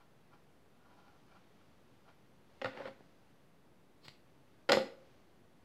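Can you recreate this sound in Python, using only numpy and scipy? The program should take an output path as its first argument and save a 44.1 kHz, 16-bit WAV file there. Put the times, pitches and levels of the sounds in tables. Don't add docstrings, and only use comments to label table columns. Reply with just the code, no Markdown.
import sys
import numpy as np
from scipy import signal
from scipy.io import wavfile

SR = 44100
rng = np.random.default_rng(int(sys.argv[2]) if len(sys.argv) > 2 else 0)


def to_wav(sig):
    pcm = np.clip(np.atleast_2d(sig), -1, 1) * 32767
    pcm = np.round(pcm).astype(np.int16)
    wavfile.write(sys.argv[1], SR, pcm.T)


def attenuation_scalar(level_db):
    decades = np.asarray(level_db, float) / 20
    return 10 ** decades


N = 248749

# (frequency [Hz], level [dB per Hz])
AIR_SPECTRUM = [(20, -37), (32, -14), (130, -1.5), (354, -6), (887, -14), (3340, -26), (6560, -34.5),
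                (16000, -36)]
AIR_DB = -66
# (time [s], rustle [dB])
HAND_RUSTLE = [(0, 2), (.75, 1.5), (1.3, 5), (2.45, 2.5), (2.6, 7), (3.1, 4.5), (3.6, .5), (4.9, 3),
               (5.1, 7), (5.349, 2)]
# (frequency [Hz], level [dB]; the played rms is 7 dB above this value)
WHINE_TONES = [(10864, -104)]
# (frequency [Hz], t60 [s])
ROOM_DECAY = [(100, 0.27), (500, 0.54), (2000, 0.37), (5000, 0.33), (12000, 0.31)]
# (frequency [Hz], level [dB])
ROOM_TINT = [(100, 1), (300, -0.5), (600, -7), (1200, -4.5), (2200, 2), (5000, 3.5), (12000, 7.5)]
ROOM_DB, ROOM_BUILD_S = -6, 0.0064
EDGES_HZ = 25 * 2 ** np.arange(0, 9.5, .4)

# (peak time [s], rub level [dB], build-up [s], favoured pitch [Hz])
YARN_STROKES = [(.008, -67, 0.04, 1400), (.338, -62.5, 0.037, 1200), (.86, -75, 0.31, 1190),
                (.93, -72, 0.066, 1300), (1.0, -66.5, 0.15, 890), (1.082, -65.5, 0.078, 950),
                (1.16, -72, 0.11, 1200), (1.32, -65.5, .04, 1700), (1.361, -62, 0.036, 1190),
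                (1.614, -72, .1, 2000), (2.09, -61, 0.041, 1400)]
# (frequency [Hz], width [Hz], level [dB])
FIBRE_MODES = [(833, 25, -8), (986, 12, -7), (1150, 70, -13.5), (1373, 34, -8.5), (2350, 19, -8.5),
               (3200, 76, -15), (4400, 34, -55)]
YARN_RELEASE_S, FOCUS_DB_PER_OCTAVE = 0.042, 8
STROKE_DEPTH_DB = 20

BOOM_HZ, BOOM_T60_S = 118, .25
TWIN_HZ = 527, 547
# (frequency [Hz], level [dB], t60 [s])
TABLE_MODES = [(BOOM_HZ, -17, BOOM_T60_S), (215.6, -13, 0.19), (267, -10.5, 0.18), (260, -11.5, 0.046),
               (378, -6, 0.094), (413, -13, .06), (468, -9.5, 0.061), (TWIN_HZ[0], 2.7, 0.12), (TWIN_HZ[1],
               2.4, 0.13), (620, -14.5, 0.042), (676, -11, 0.16), (799, -4.5, 0.12), (880, -8, .05)]
# (frequency [Hz], level [dB], t60 [s])
HANDLE_MODES = [(897, -2.5, 0.01), (1180, -7, 0.0094), (1448, -3, 0.02), (1920, -5.5, 0.0064),
                (1930, -5, 0.012), (2470, 3.5, 0.0029), (2940, -8.5, 0.0096), (3430, -8.5, 0.007)]
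# (frequency [Hz], level [dB], t60 [s])
BLADE_MODES = [(3530, -6.5, 0.0071), (4230, 2.5, 0.0036), (4416, 2, 0.0056), (4890, 3.5, .004),
               (5300, -2, 0.0062), (6760, 1, 0.0047), (7700, -6, 0.009), (9400, -10.5, 0.0024),
               (11600, -12.5, .003), (13000, -18, .003), (14900, -13, .003)]

# (peak time [s], level [dB], build-up [s])
SHEAR_STROKES = [(4.052, -56, 0.028)]
SHEAR_RELEASE_S = 0.053
# (time [s], click [dB], thump [dB])
SHUT_TAPS = [
    (3.0072, -80, -47),
    (4.057, -69, -51),
    (4.0819, -42, -42.5),
]
# (time [s], level [dB])
BLADE_REBOUND = [(4.0910, -55)]

# (time [s], pressure as level [dB])
DRAG_PRESSURE = [(2.66, -43.5), (2.69, -52.5), (2.72, -59.5), (2.775, -49.5), (2.845, -53.5), (2.86, -48.5),
                 (2.885, -48.5), (2.9, -66), (2.94, -71)]
# (time [s], handle knock [dB], table thud [dB], blade tick [dB])
TABLE_TOUCHES = [(2.6155, -33.5, -43, -57), (2.619, -34, -42, -52), (2.640, -52, -43.5, -64),
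                 (2.6451, -30.5, -35, -48), (2.656, -33, -34, -56), (2.773, -42, -40.5, -65),
                 (2.803, -54, -40, -74), (2.855, -48, -42.5, -66), (2.875, -49, -42.5, -64),
                 (4.6904, -28.5, -28.5, -41), (4.6943, -21, -29, -30.5), (4.6975, -23, -32, -40.5),
                 (4.704, -29, -23, -41), (4.719, -20, -21.5, -20.5), (4.7219, -22, -30.5, -31.5)]
# (time [s], knock [dB], thud [dB], gap [s])
ROCK_RUNS = [
    (4.730, -21.5, -24, .0075),
    (4.771, -30, -23, .013),
]
ROCK_SLOWING = 1.15
KNOCK_LOSS_DB_PER_S, THUD_LOSS_DB_PER_S = 399, 281.5
ROCK_TICK_DB, TICK_LOSS_DB_PER_S = -13.5, 203
# (time [s], level [dB])
HAND_LEANS = [(2.647, -39), (2.778, -52), (2.86, -53), (4.734, -40.5)]
LEAN_S = 0.0044

LOW_CUT_HZ, TOP_HZ = 95, 15780
SHADE_HZ, SHADE_DB = 5960, -10.5


def rms_one(x):
    return x / np.sqrt(np.mean(x ** 2) + 1e-20)


def at_hz(points, hz):
    points_hz, points_db = np.transpose(points)
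    return np.interp(np.log(hz), np.log(points_hz), points_db)


def band(x, low, high):
    sos = signal.butter(2, [low, min(high, .45 * SR)], "band", fs=SR, output="sos")
    return signal.sosfilt(sos, x)


def dull(x, hz):
    return signal.sosfilt(signal.butter(4, hz, fs=SR, output="sos"), x)


def envelope(*spans):
    t = np.arange(N) / SR
    return sum(attenuation_scalar(np.interp(t, *np.transpose(rows), left=-200, right=-200)) for rows in spans)


def strokes(rows, release_s):
    deep = 3 * STROKE_DEPTH_DB
    return envelope(*[[(s - 3 * rise_s, db - deep), (s, db), (s + 3 * release_s, db - deep)]
                      for s, db, rise_s in rows])


def ring(clicks, hz, t60):
    r = attenuation_scalar(-60 / (t60 * SR))
    w = 2 * np.pi * hz / SR
    return signal.lfilter([0, np.sin(w)], [1, -2 * r * np.cos(w), r * r], clicks + 1e-18)


def ring_body(clicks, modes, stretch=1):
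    return rms_one(sum(attenuation_scalar(db) * ring(clicks, hz, stretch * t60) for hz, db, t60 in modes))


def grains(per_s, spread_db):
    sizes = attenuation_scalar(spread_db * np.minimum(rng.exponential(1, N), 4)) * rng.choice([-1, 1], N)
    return rms_one(sizes * (rng.random(N) < per_s / SR))


def strike(times, levels_db, modes, chatter_s, spread_db, push=False):
    out, steps = np.zeros(N), np.arange(8)
    draws = rng.standard_normal((len(times), len(modes), 9))
    late = (steps + rng.random((len(times), 8)) * (steps > 0)) * chatter_s / 8
    at = ((np.array(times)[:, None] + late) * SR).astype(int)
    for k, (hz, mode_db, t60) in enumerate(modes):
        clicks = np.zeros(N)
        share_db = mode_db + spread_db * draws[:, k, :1]
        size = attenuation_scalar(np.array(levels_db)[:, None] + share_db - 1.5 * steps)
        sign = np.sign(draws[:, k, 1:2 if push else 9])
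        np.add.at(clicks, at, size * sign)
        out += ring(clicks, hz, t60)
    return out


def air():
    white, out = rng.standard_normal((2, N)), 0
    t = np.arange(N) / SR
    rustle_db = np.interp(t, *np.transpose(HAND_RUSTLE))
    for k, (low, high) in enumerate(zip(EDGES_HZ, EDGES_HZ[1:])):
        hz = np.sqrt(low * high)
        share = at_hz([(300, 0.2), (1500, 0.45), (5000, 1.0), (8000, 0.05)], hz)
        out = out + attenuation_scalar(at_hz(AIR_SPECTRUM, hz) + share * rustle_db) * band(white[k % 2], low, high)
    whine = sum(attenuation_scalar(db + 7.0) * np.sqrt(2) * np.sin(2 * np.pi * hz * t) for hz, db in WHINE_TONES)
    return attenuation_scalar(AIR_DB) * rms_one(out) + whine


def room(x):
    t = np.arange(SR // 2) / SR
    white, tail = rng.standard_normal((2, len(t))), 0
    for k, (low, high) in enumerate(zip(EDGES_HZ, EDGES_HZ[1:])):
        hz = np.sqrt(low * high)
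        decay = attenuation_scalar(at_hz(ROOM_TINT, hz) - 60 * t / at_hz(ROOM_DECAY, hz))
        tail = tail + band(white[k % 2], low, high) * decay
    tail = tail * np.clip(t / ROOM_BUILD_S, 0, 1) ** 2
    return signal.fftconvolve(x, tail / np.sqrt(np.sum(tail ** 2)))[:N]


def yarn():
    slips = grains(3000, spread_db=-3.5)
    rings = [attenuation_scalar(db) * rms_one(ring(slips, hz, 1 / width)) * np.sqrt(width)
             for hz, width, db in FIBRE_MODES]
    whole = np.std(sum(rings))
    body = 0
    for one, (hz, _, _) in zip(rings, FIBRE_MODES):
        focused = [(s, db + 3 - FOCUS_DB_PER_OCTAVE * abs(np.log2(hz / focus_hz)), rise_s)
                   for s, db, rise_s, focus_hz in YARN_STROKES]
        body = body + one / whole * strokes(focused, YARN_RELEASE_S)
    wide = rms_one(band(slips, 2200, 5600))
    return body + attenuation_scalar(-9.5) * wide * strokes([row[:3] for row in YARN_STROKES], YARN_RELEASE_S)


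def shear():
    fibres = grains(9000, spread_db=2.0)
    edge = ring_body(fibres, BLADE_MODES, 1.4)
    hiss = rms_one(band(band(fibres, 14000, 16500), 14000, 16500))
    grip = ring_body(fibres, HANDLE_MODES)
    cut = edge + attenuation_scalar(-14) * grip + attenuation_scalar(-11) * hiss
    return strokes(SHEAR_STROKES, SHEAR_RELEASE_S) * cut


def snap_shut():
    s, click_db, thump_db = np.transpose(SHUT_TAPS)
    click = strike(s, click_db - 6, BLADE_MODES + HANDLE_MODES[3:], chatter_s=.003, spread_db=1)
    thump_modes = [(128, -11, 0.034), (250, 2.5, 0.0081), (435, -5, 0.0068),
                   (840, -4, 0.0071), (1570, -12, 0.016)]
    thump = strike(s, thump_db - 14.5, thump_modes, chatter_s=.0002, spread_db=1, push=True)
    rebound = strike(*np.transpose(BLADE_REBOUND), [(4400, 0, .004)],
                     chatter_s=.00005, spread_db=1, push=True)
    return click + thump + rebound


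def drag():
    slips = grains(4000, spread_db=2.0)
    table = attenuation_scalar(-5.5) * band(ring_body(slips, TABLE_MODES, 0.4), 410, 3100)
    handle = attenuation_scalar(-3.0) * dull(ring_body(slips, HANDLE_MODES, 0.4), 2400)
    blade = attenuation_scalar(-14) * ring_body(slips, BLADE_MODES, 0.4)
    return envelope(DRAG_PRESSURE) * (table + handle + blade)


def rocking():
    rows = []
    for s, knock_db, thud_db, gap_s in ROCK_RUNS:
        for after in gap_s * np.arange(4) ** ROCK_SLOWING:
            tick_loss = (KNOCK_LOSS_DB_PER_S + TICK_LOSS_DB_PER_S) * after
            rows.append((s + after,
                         knock_db - KNOCK_LOSS_DB_PER_S * after,
                         thud_db - THUD_LOSS_DB_PER_S * after,
                         knock_db + ROCK_TICK_DB - tick_loss))
    return rows


def touches():
    s, knock_db, thud_db, tick_db = np.transpose(TABLE_TOUCHES + rocking())
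    thud = strike(s, thud_db - 21, TABLE_MODES[1:], chatter_s=.0003, spread_db=2, push=True)
    knock = strike(s, knock_db - 6.5, HANDLE_MODES, chatter_s=.004, spread_db=2)
    tick = strike(s, tick_db, BLADE_MODES, chatter_s=.0036, spread_db=2)
    boom = strike(*np.transpose(HAND_LEANS), TABLE_MODES[:1], LEAN_S, spread_db=2, push=True)
    thud = band(dull(thud, 1750), 110, 5996)
    return thud + band(knock, 580, 5200) + band(tick, 1800, 18000) + dull(boom, 200)


def scene():
    near = yarn() + shear() + snap_shut() + drag() + touches()
    near = signal.sosfilt(signal.butter(4, LOW_CUT_HZ, "high", fs=SR, output="sos"), near)
    near = dull(near, SHADE_HZ) + attenuation_scalar(SHADE_DB) * near
    return (near + attenuation_scalar(ROOM_DB) * room(near) + air())[None]


def low_pass(x):
    return signal.sosfilt(signal.butter(12, 16500, fs=SR, output="sos"), x)


def record(dry):
    cut = signal.sosfilt(signal.ellip(10, .5, 45, TOP_HZ, fs=SR, output="sos"), dry)
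    mix = cut - .0005
    return low_pass(mix)


dry = scene()
out = record(dry)
to_wav(out)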